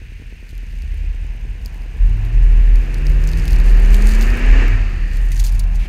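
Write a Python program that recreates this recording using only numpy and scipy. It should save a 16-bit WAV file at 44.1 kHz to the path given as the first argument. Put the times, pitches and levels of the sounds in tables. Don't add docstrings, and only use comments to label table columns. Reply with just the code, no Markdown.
import sys
import numpy as np
from scipy import signal
from scipy.fft import rfft, irfft, next_fast_len
from scipy.io import wavfile

SR = 44100
rng = np.random.default_rng(int(sys.argv[2]) if len(sys.argv) > 2 else 0)


def bounce(signal):
    frames = np.transpose(np.atleast_2d(signal))
    limited = np.clip(frames, -1, 1)
    pcm = np.round(limited * 32767).astype(np.int16)
    wavfile.write(sys.argv[1], SR, pcm)


N = 259308
TIME = np.arange(N) / SR


def from_db(db):
    return 10 ** (np.asarray(db) / 20)


def rms_one(x):
    return x / np.sqrt(np.mean(x ** 2) + 1e-20)


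def curve(table, at=TIME):
    return np.interp(at, *np.transpose(table))


def gain_at(spectrum, hz):
    freqs, db = np.transpose(spectrum)
    hz = np.maximum(hz, 1)
    roll_off = np.minimum(1, np.minimum(hz / freqs[0], freqs[-1] / hz)) ** 4
    return from_db(np.interp(np.log(hz), np.log(freqs), db)) * roll_off


def colour(x, spectrum):
    size = 2 * next_fast_len(N)
    hz = np.arange(size // 2 + 1) * SR / size
    cepstrum = irfft(np.log(gain_at(spectrum, hz) + 1e-5))
    cepstrum[1:size // 2] *= 2
    cepstrum[size // 2 + 1:] = 0
    return irfft(rfft(x, size) * np.exp(rfft(cepstrum)))[:N]


def noise(spectrum):
    return rms_one(colour(rng.standard_normal(N), spectrum))


def drift(rate_hz):
    step, warm_up = 40, 2000
    r = np.exp(-2 * np.pi * step * rate_hz / SR)
    slow = signal.lfilter([1], [1, -2 * r, r * r], rng.standard_normal(N // step + warm_up + 2))
    slow = rms_one(slow[warm_up:])
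    return np.interp(np.arange(N) / step, np.arange(len(slow)), slow)


def resonate(x, hz, width_hz):
    r = np.exp(-np.pi * width_hz / SR)
    feedback = [1, -2 * r * np.cos(2 * np.pi * hz / SR), r * r]
    return signal.lfilter(np.array([1, 0, -1]) * (1 - r * r) / 2, feedback, x + 1e-18)


def muffle(x, above_hz):
    return signal.sosfilt(signal.butter(2, above_hz, fs=SR, output="sos"), x)


def tone(angle):
    return np.sqrt(2) * np.sin(angle)


def angle_of(hz):
    return 2 * np.pi * np.cumsum(hz) / SR


# (pitch [Hz], level [dB])
WHINE_TONES = [(6293, -76), (6325, -75), (12618, -78)]
def electronics(beacon_s=0.1024, frames_per_s=30, pip_hz=8603, pip_db=-66):
    at = (np.arange(0.0177, TIME[-1], beacon_s) * SR).astype(int)
    clicks = np.zeros(N)
    clicks[at] = from_db(5 + 1.1 * rng.standard_normal(len(at)))
    ticks = muffle(resonate(clicks, hz=154, width_hz=220), above_hz=390)
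    whine = sum(from_db(db) * tone(2 * np.pi * hz * TIME) for hz, db in WHINE_TONES)
    pulses = np.maximum(np.cos(2 * np.pi * frames_per_s * TIME), 0) ** 2
    pips = from_db(pip_db) * tone(2 * np.pi * pip_hz * TIME) * pulses
    return ticks + whine + pips


# (time [s], level before filtering [dB])
STRAY_TICKS = [(0.198, 5), (0.217, 6)]
def stray_ticks():
    clicks = np.zeros(N)
    for time_s, db in STRAY_TICKS:
        clicks[round(time_s * SR)] = -from_db(db)
    return muffle(resonate(clicks, hz=170, width_hz=160), above_hz=380)


# (start [s], end [s], pitch [Hz], width [Hz], level [dB])
WHISTLES = [(3.27, 5.2, 4520, 330, -55), (4.55, 5.0, 1335, 35, -50), (4.7, 5.4, 1830, 85, -44.5),
            (3.9, 4.75, 2310, 25, -45), (4.33, 4.75, 1700, 50, -39), (5.79, 5.87, 2300, 700, -42)]
def air_whistles(fade_s=0.0073):
    out = 0
    for start, end, hz, width_hz, db in WHISTLES:
        fade = np.clip(np.minimum(TIME - start, end - TIME) / fade_s, 0, 1)
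        out += from_db(db) * fade * rms_one(resonate(rng.standard_normal(N), hz, width_hz))
    return out


# (time [s], level [dB])
TYRE_LEVEL = [(0.4, -62.5), (1.5, -55.5), (1.95, -52.5), (2.25, -49), (3.25, -45), (4.6, -36.5), (5.0, -49),
              (5.88, -49)]
# (frequency [Hz], relative level [dB])
TYRE_COLOUR = [(300, -2.5), (500, -6), (600, 3.5), (800, 4), (1000, 2), (1250, -5), (1700, 1.5),
               (3000, -37.5)]
def tyres(waver_db=0.98):
    return from_db(curve(TYRE_LEVEL) + waver_db * drift(1.9)) * noise(TYRE_COLOUR)


# (time [s], peak [dB], shell pitch [Hz], bright top against shell [dB])
CRUMB_HITS = [(0.4917, -35, 4450, -4), (0.5101, -35, 4300, -3), (0.5793, -35, 4150, 3),
              (0.7114, -40, 4350, -6), (0.8213, -33, 4050, -6), (0.9433, -38, 4150, 6),
              (1.6598, -22, 4400, -5), (1.7448, -38, 5250, 0), (1.8206, -36, 3950, -5),
              (2.2501, -30, 4500, -1), (2.7578, -27, 4750, -1), (2.8194, -37, 3800, -6),
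              (2.9442, -24, 4600, -3), (3.068, -21, 4450, -13), (3.0974, -28, 5450, 3),
              (3.2392, -28, 5000, -5), (3.2763, -26, 4700, -1), (3.2899, -25, 4900, -11),
              (3.3166, -28, 4450, -4), (3.3343, -23, 4400, -11), (3.3745, -28, 4550, -2),
              (3.3984, -26, 4750, -9), (3.4554, -22, 4300, -1), (3.48, -16, 4250, -6),
              (3.5073, -23, 5250, -3), (3.5219, -23, 5150, 3), (3.5314, -21, 4550, -7),
              (3.5632, -24, 4150, -11), (3.6007, -26, 4300, -5), (3.8488, -27, 4750, -7),
              (3.9344, -27, 4750, -2), (3.9449, -13, 4350, -4), (4.0712, -23, 4500, 0),
              (4.0921, -21, 4500, -1), (4.2264, -19, 5200, -3), (4.304, -26, 4600, -6),
              (4.3726, -28, 4450, 2), (4.682, -27, 5050, -3), (5.171, -28, 4500, 3), (5.378, -25, 4650, -6),
              (5.4005, -14, 4400, -6), (5.4044, -21, 4450, 0), (5.4572, -21, 4450, 0),
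              (5.4663, -18, 4750, -4), (5.4946, -26, 4750, -3), (5.5247, -27, 5150, 4),
              (5.5531, -29, 5200, 0), (5.598, -21, 5300, -3), (5.6395, -32, 4250, -8)]
def icy_crumbs(crack_s=0.0005, top_hz=11000):
    out = np.zeros(N + SR)
    age = TIME[:SR // 100]
    for time_s, peak_db, shell_hz, top_db in CRUMB_HITS:
        crack = rng.standard_normal(len(age)) * np.exp(-age / crack_s)
        shell = resonate(resonate(crack, shell_hz, width_hz=4000), shell_hz, width_hz=1700)
        top = resonate(resonate(crack, top_hz, width_hz=7000), top_hz, width_hz=7000)
        snap = rms_one(shell) + from_db(top_db) * rms_one(top)
        at = round(time_s * SR)
        out[at:at + len(age)] += from_db(peak_db) * snap / np.abs(snap).max()
    return out[:N]


def grains(per_s, spread_db):
    sizes = from_db(spread_db * np.minimum(rng.exponential(1, N), 5)) * rng.choice([-1, 1], N)
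    return rms_one(sizes * (rng.random(N) < per_s / SR))


def scatter(hits, bands=8):
    edges_hz = np.geomspace(1800, 16000, bands + 1)
    out = 0
    for band in zip(edges_hz, edges_hz[1:]):
        band_filter = signal.butter(2, band, "band", fs=SR, output="sos")
        out += signal.sosfilt(band_filter, hits * rng.standard_normal(N) + 1e-18)
    return out


# (time [s], relative level [dB])
SPRAY_LEVEL = [(0.3, -82), (0.8, -79.5), (1.2, -82.5), (2.6, -77), (3.46, -69.5), (3.8, -66), (4.15, -58),
               (4.42, -71.5), (5.0, -79), (5.45, -65), (5.66, -79)]
# (time [s], relative level [dB], fade time [s])
SNOW_CLUMPS = [(3.372, -45, .025), (3.66, -44, .04), (4.066, -42, .06), (4.21, -43, .03), (5.13, -51, .05),
               (5.317, -39, .016), (5.358, -45, .02), (5.395, -32, .008), (5.438, -33.5, .026),
               (5.594, -36, .009), (5.745, -49, .03)]
# (frequency [Hz], relative level [dB])
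SHELL_COLOUR = [(2000, 0.5), (3200, 3), (3900, 2.5), (4550, 8.5), (5400, 2), (6500, 7.5), (8200, 2),
                (9400, 4), (11200, -6), (13400, 2), (15500, -10)]
def snow_spray(spurt_db=3.0, cloud_s=0.0083, rise_s=0.003):
    patter = grains(per_s=5000, spread_db=3.2) * from_db(spurt_db * np.clip(drift(45), -2, 1.6))
    grit = grains(per_s=220, spread_db=2.4)
    clouds = sum(from_db(db - 41.5) * np.exp(-np.abs(TIME - time_s) / cloud_s)
                 for time_s, db, _, _ in CRUMB_HITS)
    powder = np.hypot(from_db(curve(SPRAY_LEVEL)), clouds) * from_db(11) * (patter + grit)
    bursts = 0
    for time_s, db, fade_s in SNOW_CLUMPS:
        rise = np.clip((TIME - time_s) / rise_s + 0.5, 0, 1)
        bursts += from_db(db) * rise * np.exp(-np.abs(TIME - time_s - rise_s / 2) / fade_s)
    clumps = bursts * grains(per_s=6000, spread_db=5.0)
    return from_db(3.5) * colour(scatter(powder + clumps), SHELL_COLOUR)


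# (time [s], pitch [Hz])
PANEL_PITCH = [(0, 41.2), (1.5, 39.08), (2.0, 39.79), (3.2, 39.62), (3.6, 38.28), (4.8, 38.35),
               (5.0, 35.84), (5.3, 39.9)]
# (time [s], level [dB])
PANEL_LEVEL = [(0.42, -34.5), (0.95, -22), (1.98, -27.5), (2.01, -9.5), (2.3, -22), (2.39, -6.5),
               (2.79, -9.5), (2.85, -17), (2.98, -19), (3.11, -9.5), (3.38, -16.5), (3.53, -8),
               (4.34, -10.5), (4.39, -24.5), (4.45, -7), (4.8, -11.5), (4.9, -18), (5.4, -11), (5.81, -15),
               (5.88, -21.5)]
def door_panel(waver_hz=0.65, throb_db=0.5):
    swing = tone(angle_of(curve(PANEL_PITCH) + waver_hz * drift(24)))
    shudder = 0.36 * noise([(24, -4.5), (32, 0.5), (52, -6)])
    return from_db(curve(PANEL_LEVEL) + throb_db * drift(11)) * (swing + shudder)


# (time of peak [s], level [dB])
WIND_GUSTS = [(1.5, -31), (2.11, -25), (2.44, -53), (3.12, -21.5), (3.43, -20), (3.95, -26), (4.4, -43),
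              (4.7, -40), (5.0, -30), (5.29, -46), (5.84, -29)]
# (frequency [Hz], relative level [dB])
WIND_COLOUR = [(20, -18.5), (40, 12.5), (70, 11.5), (105, 2), (150, -3), (220, -17), (320, -22.5),
               (500, -40), (900, -40)]
def wind(rise_s=0.08, fall_s=0.14):
    panel_db = curve(PANEL_LEVEL)
    rumble = from_db(-29.5 + 0.37 * (panel_db - panel_db.mean()))
    gusts = sum(from_db(db) * np.exp(-np.maximum((peak_s - TIME) / rise_s, (TIME - peak_s) / fall_s))
                for peak_s, db in WIND_GUSTS)
    return np.hypot(rumble, gusts) * noise(WIND_COLOUR)


def effort_db(growth, firing_hz, throttle, lag_s, idle_hz=47):
    idle_db, load_db, speed_db, both_db = growth
    r = np.exp(-1 / (lag_s * SR))
    load = signal.lfilter([1 - r], [1, -r], throttle)
    above_idle = (firing_hz - idle_hz) / 100
    return idle_db + load_db * load + above_idle * (speed_db + both_db * load)


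# (relative level at idle [dB], rise at full load [dB],
# rise per 100 firings a second [dB], extra rise per 100 at full load [dB])
FAN_GROWTH = (-48.5, 0, 6, 4)
# (frequency [Hz], relative level [dB])
SLOW_FAN_COLOUR = [(900, -20), (1250, -9.5), (1730, 4), (2100, 3.5), (2540, 6.5), (2860, 3), (3250, -7),
                   (4700, -11), (6500, -16), (8000, -22.5), (11000, -28), (15500, -28)]
# (frequency [Hz], relative level [dB])
FAST_FAN_COLOUR = [(710, -44), (1200, -9), (1390, -10.5), (1690, -3.5), (1880, -0.5), (1960, -5.5),
                   (2620, -4.5), (2890, -9), (3280, -21), (4530, -23.5), (5980, -27.5), (6510, -25),
                   (10200, -47), (13500, -45), (15500, -73)]
def fan(firing_hz, throttle, throb=0.089):
    roar_db = effort_db(FAN_GROWTH, firing_hz, throttle, lag_s=0.048) - 0.78
    fast = np.clip((firing_hz - 62) / 150, 0, 1)
    air = np.sqrt(1 - fast) * noise(SLOW_FAN_COLOUR) + np.sqrt(fast) * noise(FAST_FAN_COLOUR)
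    return from_db(roar_db) * air * (1 + throb * np.sin(angle_of(firing_hz)))


# (pitch [Hz], level at full throttle [dB])
FIRING_NOTE = [(47, -37), (70, -25.5), (88, -26.5), (105, -19), (124, -26.5), (135, -34.5), (142, -25),
               (188, -32.5), (213, -28), (240, -32.5), (264, -28)]
# (pitch [Hz], level at full throttle [dB])
OCTAVE_NOTE = [(100, -49), (150, -42), (170, -31), (198, -30), (215, -52), (245, -42), (260, -40.5),
               (300, -43), (340, -39), (410, -39.5), (450, -45), (525, -44)]
# (time [s], level [dB])
BURBLE_LEVEL = [(3.9, -57), (4.3, -31), (4.55, -36.5), (4.7, -22), (5.0, -29), (5.25, -44)]
def exhaust_notes(firing_hz, throttle, cycle_angle, cylinders):
    firing_db = curve(FIRING_NOTE, firing_hz) - 12.5 * (1 - throttle)
    octave_db = curve(OCTAVE_NOTE, 2 * firing_hz) - 21 * (1 - throttle)
    notes = [(3, curve(BURBLE_LEVEL)), (cylinders, firing_db), (2 * cylinders, octave_db)]
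    return sum(from_db(db) * tone(per_cycle * cycle_angle) * (1 + 0.2 * drift(2.7))
               for per_cycle, db in notes)


# (waves per engine cycle [count], relative level [dB])
GROWL_TONES = [(4, -6.5), (5, 6.5), (6, 1.5), (7, 4.0), (9, 4.0), (10, 2.0), (11, 1.5), (12, -1.0),
               (13, 4.5), (14, 1.5), (15, -5.5), (17, -2.0), (18, 1.0), (19, -1.0), (20, 0.5), (21, 3.5),
               (22, -1.0), (23, -7.0), (24, 2.5), (25, -1.5), (26, 0.0), (27, -2.0), (28, -1.5), (29, 2.0),
               (30, -1.0), (31, -3.0), (32, 0.0), (33, -1.0)]
# (frequency [Hz], relative level [dB])
PIPE_COLOUR = [(45, -2), (75, 6), (105, 4), (145, -3), (200, -4), (260, -5.5), (310, -4.5), (365, -1.5),
               (420, -8.5), (500, -4.5), (590, -16), (700, -17), (900, -21), (1400, -37)]
def exhaust_growl(firing_hz, cycle_hz, exhaust_db):
    revving = np.clip((firing_hz - 62) / 80, 0, 1)
    cycle_angle = angle_of(cycle_hz)
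    out = 0
    for per_cycle, db in GROWL_TONES:
        hz = per_cycle * cycle_hz
        load_db = (exhaust_db + 40) * np.interp(hz, [100, 350], [0.3, 0.6])
        strength = from_db(db + load_db - 45) * gain_at(PIPE_COLOUR, hz) * (1 + 0.25 * drift(2.5))
        out += strength * tone(per_cycle * cycle_angle + 2 * np.pi * rng.random())
    return revving * out


# (relative level at idle [dB], rise at full load [dB],
# rise per 100 firings a second [dB], extra rise per 100 at full load [dB])
EXHAUST_GROWTH = (-58, 6, 0.18, 10)
# (frequency [Hz], relative level [dB])
GAS_COLOUR = [(110, -13.5), (170, -2.5), (220, 4), (310, -6), (380, -6), (440, -3.5), (500, -3.5),
              (570, -22.5), (900, -34)]
def exhaust(firing_hz, throttle, cylinders=8, jitter=0.002):
    exhaust_db = effort_db(EXHAUST_GROWTH, firing_hz, throttle, lag_s=0.14)
    cycle_hz = firing_hz * (1 + jitter * drift(27.6)) / cylinders
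    cycle_angle = angle_of(cycle_hz)
    notes = exhaust_notes(firing_hz, throttle, cycle_angle, cylinders)
    growl = exhaust_growl(firing_hz, cycle_hz, exhaust_db)
    gas_db = exhaust_db + np.interp(firing_hz, [60, 140], [2, -4.5])
    puffs = from_db(gas_db) * noise(GAS_COLOUR) * (1 + 0.099 * np.sin(cylinders * cycle_angle))
    return notes + growl + puffs


# (time [s], firings per second [Hz])
ENGINE_SPEED = [(0.45, 47.5), (1.0, 74), (1.4, 54.5), (1.87, 49.5), (2.1, 98), (2.4, 119.5), (2.62, 130),
                (3.18, 146.5), (3.4, 165), (3.85, 190.5), (4.2, 222), (4.62, 268), (4.78, 256), (5.0, 202),
                (5.25, 142), (5.42, 101), (5.55, 96), (5.7, 84.4), (5.88, 95.5)]
# (time [s], how far it is pressed [0-1])
PEDAL = [(0.6, 0.13), (0.9, 0.66), (1.95, 0.93), (2.08, 0.7), (4.6, 1), (4.7, 0.15), (5.44, 0),
         (5.56, 0.61)]
def engine():
    firing_hz, throttle = curve(ENGINE_SPEED), curve(PEDAL)
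    return exhaust(firing_hz, throttle) + fan(firing_hz, throttle)


def scene():
    truck = tyres() + engine() + air_whistles() + door_panel()
    at_camera = wind() + snow_spray() + icy_crumbs() + stray_ticks() + electronics()
    return (truck + at_camera)[None]


def record(dry, knee=0.7, headroom=0.27, cutoff_hz=15700):
    excess = np.maximum(np.abs(dry) - knee, 0)
    rounded = dry - np.sign(dry) * (excess - headroom * np.tanh(excess / headroom))
    return signal.sosfilt(signal.ellip(10, 0.1, 90, cutoff_hz, fs=SR, output="sos"), rounded)


dry = scene()
out = record(dry)
bounce(out)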